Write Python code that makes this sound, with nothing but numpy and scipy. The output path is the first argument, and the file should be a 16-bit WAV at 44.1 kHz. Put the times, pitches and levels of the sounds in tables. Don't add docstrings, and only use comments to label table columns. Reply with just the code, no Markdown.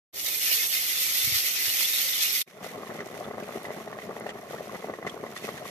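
import sys
import numpy as np
from scipy import signal
from scipy.fft import rfft, irfft, next_fast_len
from scipy.io import wavfile
from scipy.ndimage import uniform_filter1d, map_coordinates

SR = 44100
rng = np.random.default_rng(int(sys.argv[2]) if len(sys.argv) > 2 else 0)


def generate_wav(signal):
    frames = np.transpose(np.atleast_2d(signal))
    scaled = np.clip(frames, -1, 1) * 32767
    pcm = np.round(scaled).astype(np.int16)
    wavfile.write(sys.argv[1], SR, pcm)


N = 251370

# start in seconds, level in dB, pitch in Hz.
GLUGS = [(.245, -40, 590), (.28, -36.5, 600), (0.515, -34.5, 595), (1.236, -43, 95), (1.272, -34.5, 126),
         (1.273, -41.5, 230), (1.32, -35.5, 104), (1.351, -39.5, 99), (1.671, -47, 108),
         (1.807, -31.5, 1210)]
# time in seconds, level in dB, pitch in Hz.
TINY_CRACKS = [(1.386, -15, 4200), (1.578, -29, 4000), (1.701, -14, 3800), (1.985, -17, 5200),
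               (2.0927, -20, 3700), (2.9615, -40, 11800), (3.2013, -35, 5900), (3.257, -37, 3450),
               (3.6318, -34, 10500), (3.6655, -40, 12000), (4.2, -34, 9000), (4.4126, -40, 10500),
               (5.3766, -34, 9500)]
# time in seconds, level in dB, pitch of the ring in Hz,
# level of the rasp against the ring in dB.
DROPLETS = [(1.852, -29.5, 3500, -12), (1.938, -31.5, 3680, -5), (1.987, -29, 3530, -10),
            (2.089, -28, 3700, -14), (2.135, -28, 3550, -12), (2.209, -30, 3430, -12),
            (2.416, -26, 3500, -13), (2.478, -54, 2300, -18), (3.06, -55, 6000, -3),
            (3.244, -47, 3430, -19), (3.435, -47, 2500, -7), (4.279, -53, 2800, -6),
            (4.293, -44.5, 3300, -9), (4.303, -41.5, 2840, -11), (4.414, -57, 5900, -9),
            (5.067, -48, 2670, -2), (5.076, -40.5, 1930, -9), (5.097, -42.5, 3250, -7),
            (5.365, -51, 3460, 6), (5.376, -51, 3470, 6), (5.446, -43, 2520, -8), (5.578, -52.5, 2650, 3)]
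# pitch in Hz, width in Hz, strength from 0 to 1.
POT_RESONANCES = [(224, 48, 0.33), (419.4, 25, 0.86), (630, 99, 0.75), (716, 37, 0.7), (1075, 30, 0.62),
                  (2022, 54, 1), (2137, 93, 0.44), (2490, 20, 0.4), (3095, 37, 0.55), (3513, 54, 0.8),
                  (3745, 18, 0.73), (4320, 280, 0.22)]
# time in seconds, level in dB.
SIZZLE_LEVELS = [(.13, -49), (.155, -40.5), (.19, -36), (.23, -35.5), (.27, -31.2), (.45, -29.2),
                 (.66, -29.3), (.7, -30.2), (1.0, -29.7), (2.41, -29.5)]
BOIL_LEVELS = [(2.5, -58), (2.61, -48), (2.64, -44.5), (5.7, -46)]
# frequency in Hz, left and right gain in dB.
SIZZLE_COLOUR = [(29.7, -36, -25), (80.5, -20, -17), (250, -20.5, -22), (410, -16.5, -16),
                 (487, -20.5, -18.5), (634, -16.5, -18), (1030, -23, -25.5), (1290, -17, -15),
                 (1690, -17, -18.5), (1755, -10, -11), (4630, -6, -9.5), (4870, -10, -7), (5260, -3.5, -11),
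                 (6360, -5.5, -14), (7420, -12, -14.5), (8600, -12.5, -12.5), (8880, -19.5, -13.5),
                 (11650, -16.5, -4.5), (11760, -15.5, 1), (15050, -13.5, -7)]
POT_COLOUR = [(29.8, -26.5, -33), (135.5, -3, -4), (220, 0, -0.5), (299, -5.5, -7), (363, -1, -0.5),
              (643, -3.5, -8.5), (965, -8.5, -12), (1165, -7, -10.5), (1620, -20, -13.5),
              (1940, -15, -13.5), (2000, -25, -15), (3000, -25.5, -25.5), (5000, -31, -32.5),
              (5750, -30.5, -25.5), (8350, -35, -34.5), (11500, -29, -34.5)]
# frequency in Hz, likeness from 0 (unrelated) to 1 (the same).
SIZZLE_LIKENESS = [(60, 0.11), (400, 0.97), (1000, 0.074), (1500, 0.33), (2700, 0.014), (4500, 0.073),
                   (6500, 0.063), (12000, 0.089)]
POT_LIKENESS = [(50, 0.54), (140, 0.99), (700, 0.87), (1000, 0.089), (1200, 0.83), (1550, 0), (1950, 0.47),
                (2600, 0), (9000, 0.0094)]
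# time in seconds, lift of the body in dB, lift of the treble in dB.
WASHES = [(0.22, -3, 0), (0.38, -5, 0.5), (0.54, 3.5, 2.5), (0.68, -5.5, -0.5), (0.945, -1, -2),
          (1.02, 1, 2.5), (1.245, 1, 2), (1.315, -0.5, -3.5), (1.365, 3, 0), (1.44, -1.5, -1),
          (1.485, 2, 0), (1.535, -3, -1.5), (1.575, 2.5, -3.5), (1.66, 2, -0.5), (1.915, -5, -2.5),
          (2.135, -1, -4), (2.19, 0, -2.5), (2.225, 2.5, 1.5), (2.3, 0.6, -1.5), (2.39, -3.5, -1)]
# start in seconds, level in dB.
WALL_SPLASHES = [(2.47, -64.5), (2.62, -52), (2.98, -65), (3.17, -60), (3.49, -55.5), (3.7, -56.5),
                 (4.481, -54.5), (4.7, -60.5), (5.1, -62), (5.34, -54), (5.419, -49), (5.64, -52)]
# time in seconds, level in dB, pitch in Hz,
# then the levels in dB of the low and the high tone that the snapping skin sounds.
BIG_BUBBLES = [(2.6455, -26.5, 610, -40, -46), (2.6658, -25, 560, -54, -49), (2.7603, -27, 527, -54, -60),
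               (2.835, -39, 580, -35, -59), (2.8727, -37, 470, -41, -44), (2.9048, -31, 520, -37.5, -43),
               (2.9574, -31, 408, -58, -51), (2.9755, -40, 600, -49, -44), (2.9924, -32, 497, -41, -41),
               (3.0061, -27, 457, -52, -35.5), (3.1703, -29, 650, -54, -61), (3.192, -31, 420, -53, -53),
               (3.2015, -30.5, 560, -48, -56), (3.21, -22, 604, -49, -63), (3.3126, -29, 570, -39, -46),
               (3.345, -31, 480, -48, -52), (3.3824, -23, 675, -53, -46), (3.4283, -25.5, 487, -57, -55),
               (3.4916, -29.5, 590, -39, -49), (3.56, -22.5, 432, -58, -54), (3.5725, -28, 510, -52, -51),
               (3.6535, -36, 486, -43, -36.5), (3.6692, -24.5, 640, -46, -55), (3.7056, -23, 563, -44, -43),
               (3.7169, -36, 600, -43, -46), (3.8027, -35, 515, -40, -60), (3.8771, -24.5, 620, -39, -43),
               (3.9298, -38, 460, -37, -39.5), (3.9883, -28.5, 686, -41, -38.5),
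               (4.0201, -51, 462, -52, -44), (4.0952, -25.5, 540, -51, -50), (4.104, -25, 483, -50, -54),
               (4.1119, -26, 595, -36, -56), (4.1671, -22.5, 590, -55, -42), (4.2094, -26, 526, -57, -42),
               (4.2196, -36, 410, -56, -49), (4.2662, -20.5, 580, -49, -37.5), (4.2932, -25, 550, -49, -36),
               (4.3545, -30, 540, -53, -62), (4.3732, -43, 600, -44, -48), (4.3936, -32, 472, -51, -58),
               (4.4336, -28.5, 670, -50, -61), (4.51, -28, 616, -46, -56), (4.5347, -25.5, 483, -39, -48),
               (4.5448, -22, 595, -47, -54), (4.5846, -35, 444, -48, -41), (4.6088, -23.5, 540, -47, -56),
               (4.6969, -36, 740, -34, -56), (4.7327, -28.5, 515, -45, -58), (4.7473, -25, 474, -50, -41),
               (4.7548, -29, 510, -48, -46), (4.8272, -38, 560, -42, -46), (4.845, -22, 560, -54, -46),
               (4.8735, -31, 550, -47, -52), (4.8865, -26, 584, -46, -58), (4.8991, -23.5, 453, -38, -45),
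               (4.9389, -27, 610, -36, -38.5), (4.9883, -27, 515, -39, -55), (5.0282, -28.5, 580, -41, -42),
               (5.0522, -32, 620, -36, -49), (5.0682, -26, 457, -36, -38), (5.0735, -31, 418, -51, -34),
               (5.1439, -27, 476, -56, -60), (5.1688, -29, 554, -59, -58), (5.24, -24, 590, -37, -46),
               (5.2664, -27, 640, -39, -43.5), (5.3216, -33, 510, -55, -60),
               (5.3662, -46, 574, -36.5, -36.5), (5.4463, -22.5, 497, -53, -47),
               (5.4815, -27, 540, -37, -45), (5.4903, -23.5, 520, -31.5, -39), (5.5783, -48, 600, -53, -38),
               (5.6297, -31, 515, -52, -56), (5.6562, -48, 586, -35, -52)]

SKIN_TONES_HZ, SKIN_SCATTER = (1132, 1881), 0.071
SIZZLE_ON_S, SIZZLE_OFF_S, BOIL_ON_S = .127, 2.411, 2.455


def amp(db):
    return 10 ** (np.asarray(db) / 20)


def unit(x):
    return x / np.sqrt(np.mean(x ** 2) + 1e-20)


def along(table, hz):
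    known_hz, *columns = np.transpose(table)
    return np.array([np.interp(np.log(hz + 1), np.log(known_hz), column) for column in columns])


def curve(table):
    return np.interp(np.arange(N) / SR, *np.transpose(table))


def wobble(rate):
    return map_coordinates(rng.standard_normal(int(N * rate / SR) + 4), [np.arange(N) * rate / SR])


def fade(start):
    return np.clip((np.arange(N) / SR - start) / .02, 0, 1)


def swell(rise_s):
    age = np.arange(SR // 12) / SR / rise_s
    return age * np.exp(1 - age)


def add(track, s, sound):
    part = track[..., max(0, round(s * SR)):][..., :sound.shape[-1]]
    part += sound[..., :part.shape[-1]]


def filtered(x, response):
    size = next_fast_len(N + SR // 2)
    return irfft(rfft(x, size) * response(np.fft.rfftfreq(size, 1 / SR)), size)[..., :N]


def lagged(x, lag_s):
    return filtered(x, lambda hz: np.exp(np.pi * 1j * hz * lag_s * np.array([[-1], [1]])))


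def pair(x, likeness):
    turn = lambda hz: np.arccos(np.clip(along(likeness, hz)[0], -1, 1)) / 2
    mid, side = filtered(x, lambda hz: np.array([np.cos(turn(hz)), np.sin(turn(hz))]))
    return np.array([mid + side, mid - side])


def resonate(x, colour, lo_hz, hi_hz, size=4096):
    hz = np.fft.rfftfreq(size, 1 / SR)
    band = 1 / np.sqrt((1 + (lo_hz / (hz + 1)) ** 8) * (1 + (hz / hi_hz) ** 8))
    cepstrum = irfft(np.log(amp(along(colour, hz)) * band + 1e-6))
    cepstrum[:, 1:size // 2] *= 2
    cepstrum[:, size // 2 + 1:] = 0
    ring = irfft(np.exp(rfft(cepstrum)))
    return signal.fftconvolve(x, unit(ring) / np.sqrt(size), axes=1)[:, :N]


def pot_ring(x):
    peaks = lambda hz: sum(strength * 1j * hz * width / (pitch ** 2 - hz ** 2 + 1j * hz * width)
                           for pitch, width, strength in POT_RESONANCES)
    return filtered(x, lambda hz: 1 + peaks(hz))


def bursts(rate, spread_db, rise_s, rush):
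    happens = rng.random(N) < rate / SR
    size = np.clip(rng.standard_normal(N), -2, 2)
    energy = happens * amp(spread_db * size) ** 2
    power = np.abs(signal.fftconvolve(energy, swell(rise_s) ** 2)[:N])
    return unit(rng.standard_normal((2, N)) * np.sqrt(power / power.mean() + rush))


def bubble(hz, cycles, rise):
    turns = hz * np.arange(SR // 12) / SR
    phase = turns + rise * turns ** 2 / (turns + 10)
    tone = np.sin(2 * np.pi * phase) * turns * np.exp(-2 * turns / cycles)
    return tone / np.abs(tone).max()


def swarm(rate, hz, octaves, cycles, rise, pan_db, samples, spread_db=7):
    when, pitch, strength, side, phase = rng.random((int(rate * N / SR), 5)).T[:, :, None]
    turns = hz * 2 ** (octaves * (2 * pitch - 1)) * np.arange(samples) / SR
    shape = turns * np.exp(-2 * turns / cycles) * np.linspace(1, 0, samples)
    climb = rise * turns ** 2 / (turns + 4 * cycles)
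    tones = amp(spread_db * strength ** 3) * shape * np.sin(2 * np.pi * (phase + turns + climb))
    places = ((when * N).astype(int) + np.arange(samples)).ravel()
    sides = [(tones * amp(sign * pan_db * side)).ravel() for sign in (-1, 1)]
    return unit(np.array([np.bincount(places, sound, N)[:N] for sound in sides]))


def simmer():
    liquid = pair(bursts(rate=310, spread_db=3.5, rise_s=.0033, rush=7.7), SIZZLE_LIKENESS)
    murmur = resonate(liquid, SIZZLE_COLOUR, lo_hz=35, hi_hz=1160)
    blips = swarm(rate=45, hz=700, octaves=1.1, cycles=6, rise=.11, pan_db=5, samples=2000)
    return amp(-51) * murmur + amp(-58) * blips


def glugs():
    out = np.zeros(N)
    for s, db, hz in GLUGS:
        add(out, s, amp(db) * bubble(hz, cycles=1.27, rise=.084))
    return out * amp([[-5], [2]])


def ticks(rise_s=.0007):
    out = np.zeros((2, N))
    shape = swell(rise_s)
    for s, db, hz in TINY_CRACKS:
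        noise = rng.standard_normal((2, len(shape)))
        crack = shape * signal.lfilter(*signal.iirpeak(hz, Q=3, fs=SR), noise)
        add(out, s - rise_s, amp(db - 1) * crack / np.abs(crack).max())
    return out


def spits(rise_s=.0033):
    out = np.zeros((2, N))
    shape = swell(rise_s)
    for s, db, hz, rasp_db in DROPLETS:
        steam = rng.standard_normal((2, len(shape)))
        ring = signal.lfilter(*signal.iirpeak(hz, Q=16, fs=SR), steam)
        rasp = signal.lfilter(*signal.butter(2, [1800, 8100], "bandpass", fs=SR), steam)
        add(out, s - rise_s, amp(db) * shape * (unit(ring) + amp(rasp_db) * unit(rasp)))
    return out


def spray(rise_s=.023, fade_db_per_s=78):
    power = amp(curve(BOIL_LEVELS) - 16 + 2.5 * wobble(25)) ** 2
    for s, db in WALL_SPLASHES:
        age = np.maximum(np.arange(N) / SR - s, 0)
        flare = np.minimum(age / rise_s, 1)
        power += (flare * amp(db - fade_db_per_s * np.maximum(age - rise_s, 0))) ** 2
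    drops = pair(bursts(rate=340, spread_db=2.8, rise_s=.0008, rush=1.3), POT_LIKENESS)
    hiss = resonate(drops, POT_COLOUR, lo_hz=2100, hi_hz=16000)
    fizz = swarm(rate=220, hz=3995, octaves=.8, cycles=16, rise=.036, pan_db=9, samples=600)
    crackle = swarm(rate=70, hz=4200, octaves=.7, cycles=4, rise=.02, pan_db=5, samples=300, spread_db=9)
    return np.sqrt(power) * (amp(8.5) * hiss + amp(-5) * fizz + amp(-8.5) * crackle)


def churn():
    level = amp(curve(BOIL_LEVELS) + 1.52 * wobble(22))
    bubbling = pair(bursts(rate=250, spread_db=0, rise_s=.00088, rush=.22), POT_LIKENESS)
    body = resonate(bubbling, POT_COLOUR, lo_hz=44.2, hi_hz=2550)
    burble = swarm(rate=80, hz=719, octaves=1.08, cycles=3.2, rise=.044, pan_db=0, samples=1500,
                   spread_db=6.5)
    blips = swarm(rate=40, hz=1495, octaves=.562, cycles=7.2, rise=.088, pan_db=8, samples=1200)
    return level * (amp(.2) * body + amp(-8) * burble + amp(-13.5) * blips)


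def lesser_bubbles(count=30, start_s=2.7, per_s=9.2):
    when = start_s + (np.arange(count) + rng.random(count)) / per_s
    size, pitch, low, high = np.clip(rng.standard_normal((count, 4)), -2, 2).T
    hz = 535 * 2 ** (.076 * pitch)
    return np.transpose([when, -38 + size, hz, -58.5 - 3 * low, -58.5 - 3 * high])


def push(hz):
    phase = np.pi * (hz * np.arange(SR // 100) / SR - 1)
    return (1 - 2 * phase ** 2) * np.exp(-phase ** 2)


def pops():
    tone = np.zeros((2, N))
    puff, snap = np.zeros((2, N))
    for s, db, hz, low_db, high_db in np.vstack([BIG_BUBBLES, lesser_bubbles()]):
        lead, pitch, side = rng.random(3)
        low_hz, high_hz = np.array(SKIN_TONES_HZ) * (1 + SKIN_SCATTER * rng.uniform(-1, 1, 2))
        gain = amp(db + 3.2 * side * np.array([[1], [-1]]))
        first = bubble(hz * (.67 + .89 * pitch), cycles=1.5, rise=.09)
        second = bubble(hz * .796, cycles=1.8, rise=.073)
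        add(tone, s - .002 - .00495 * lead, gain * amp(-15) * first)
        add(tone, s - .004 - .00407 * pitch, gain * amp(-15.5) * second)
        add(tone, s - 1 / hz, gain * amp(-4.2) * push(hz))
        add(tone, s - .98 / hz, gain * amp(-14.5) * bubble(hz, cycles=1.3, rise=.45))
        add(puff, s - .004, amp(db - 19.5) * swell(rise_s=.0041))
        add(tone, s - 1 / high_hz, amp(high_db + 3.5) * push(high_hz))
        add(tone, s - .0025, amp(low_db) * amp([[4], [1]]) * bubble(low_hz, cycles=3.56, rise=.015))
        add(tone, s - .0022, amp(high_db) * amp([[-1], [3]]) * bubble(high_hz, cycles=8, rise=.025))
        add(snap, s - .006, amp(high_db - 9) * swell(rise_s=.0085))
    air = pair(puff * rng.standard_normal((2, N)), POT_LIKENESS)
    crack = pair(snap * rng.standard_normal((2, N)), POT_LIKENESS)
    hollow = resonate(air, POT_COLOUR, lo_hz=92, hi_hz=1250)
    skin = resonate(crack, POT_COLOUR, lo_hz=1340, hi_hz=7050)
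    return tone + hollow + skin


def patchy(x, depth_db, hi_hz):
    hz, _, spectrum = signal.stft(x, SR, nperseg=1024)
    patches = rng.standard_normal(spectrum.shape[1:])
    for axis in (0, 1):
        patches = uniform_filter1d(patches, size=4, axis=axis)
    gain = amp(depth_db * unit(patches) / (1 + (hz[:, None] / hi_hz) ** 2))
    return signal.istft(spectrum * gain, nperseg=1024)[1][:, :N]


def surging(x, width_s=.015, split_hz=6500, growth_db_per_s=.65):
    t = np.arange(N) / SR
    body_db, treble_db = sum(np.outer(lifts, np.exp(-((t - s) / width_s) ** 2 / 2))
                             for s, *lifts in WASHES)
    body = filtered(x, lambda hz: 1 / (1 + (hz / split_hz) ** 8))
    treble = x - body
    return body * amp(body_db - 2 + growth_db_per_s * t) + treble * amp(treble_db + .7)


def sizzle():
    steam = pair(bursts(rate=1800, spread_db=2.3, rise_s=.0004, rush=1.8), SIZZLE_LIKENESS)
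    squeaks = swarm(rate=600, hz=3700, octaves=.95, cycles=54, rise=.003, pan_db=6, samples=1500)
    shared_flutter_db = .15 * wobble(60) + .78 * wobble(30)
    side_flutter_db = .78 * np.array([wobble(30), wobble(30)])
    pockets = patchy(steam + .3 * squeaks, depth_db=2.1, hi_hz=7500)
    hiss = resonate(pockets, SIZZLE_COLOUR, lo_hz=1065, hi_hz=15700)
    sputter = unit(amp(shared_flutter_db + side_flutter_db) * hiss)
    return pot_ring(amp(curve(SIZZLE_LEVELS) + 4.4) * surging(sputter))


def scene():
    boil = lagged(spray() + churn() + pops(), lag_s=-.00014) * fade(BOIL_ON_S)
    hiss = lagged(sizzle() + simmer(), lag_s=.0003246) * fade(SIZZLE_ON_S)
    before_gap = 1 - fade(SIZZLE_OFF_S)
    tail = amp(-26 - 700 * np.maximum(np.arange(N) / SR - SIZZLE_OFF_S - .01, 0))
    pot = pot_ring(boil + spits()) * (before_gap + fade(BOIL_ON_S))
    return hiss * np.maximum(before_gap, tail) + pot + ticks() + glugs()


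def record(dry, bass_hz=38, top_hz=14380):
    thin = signal.lfilter(*signal.butter(2, bass_hz, "highpass", fs=SR), dry)
    return filtered(thin, lambda hz: np.clip((top_hz - hz) / 200, 0, 1))


dry = scene()
out = record(dry)
generate_wav(out)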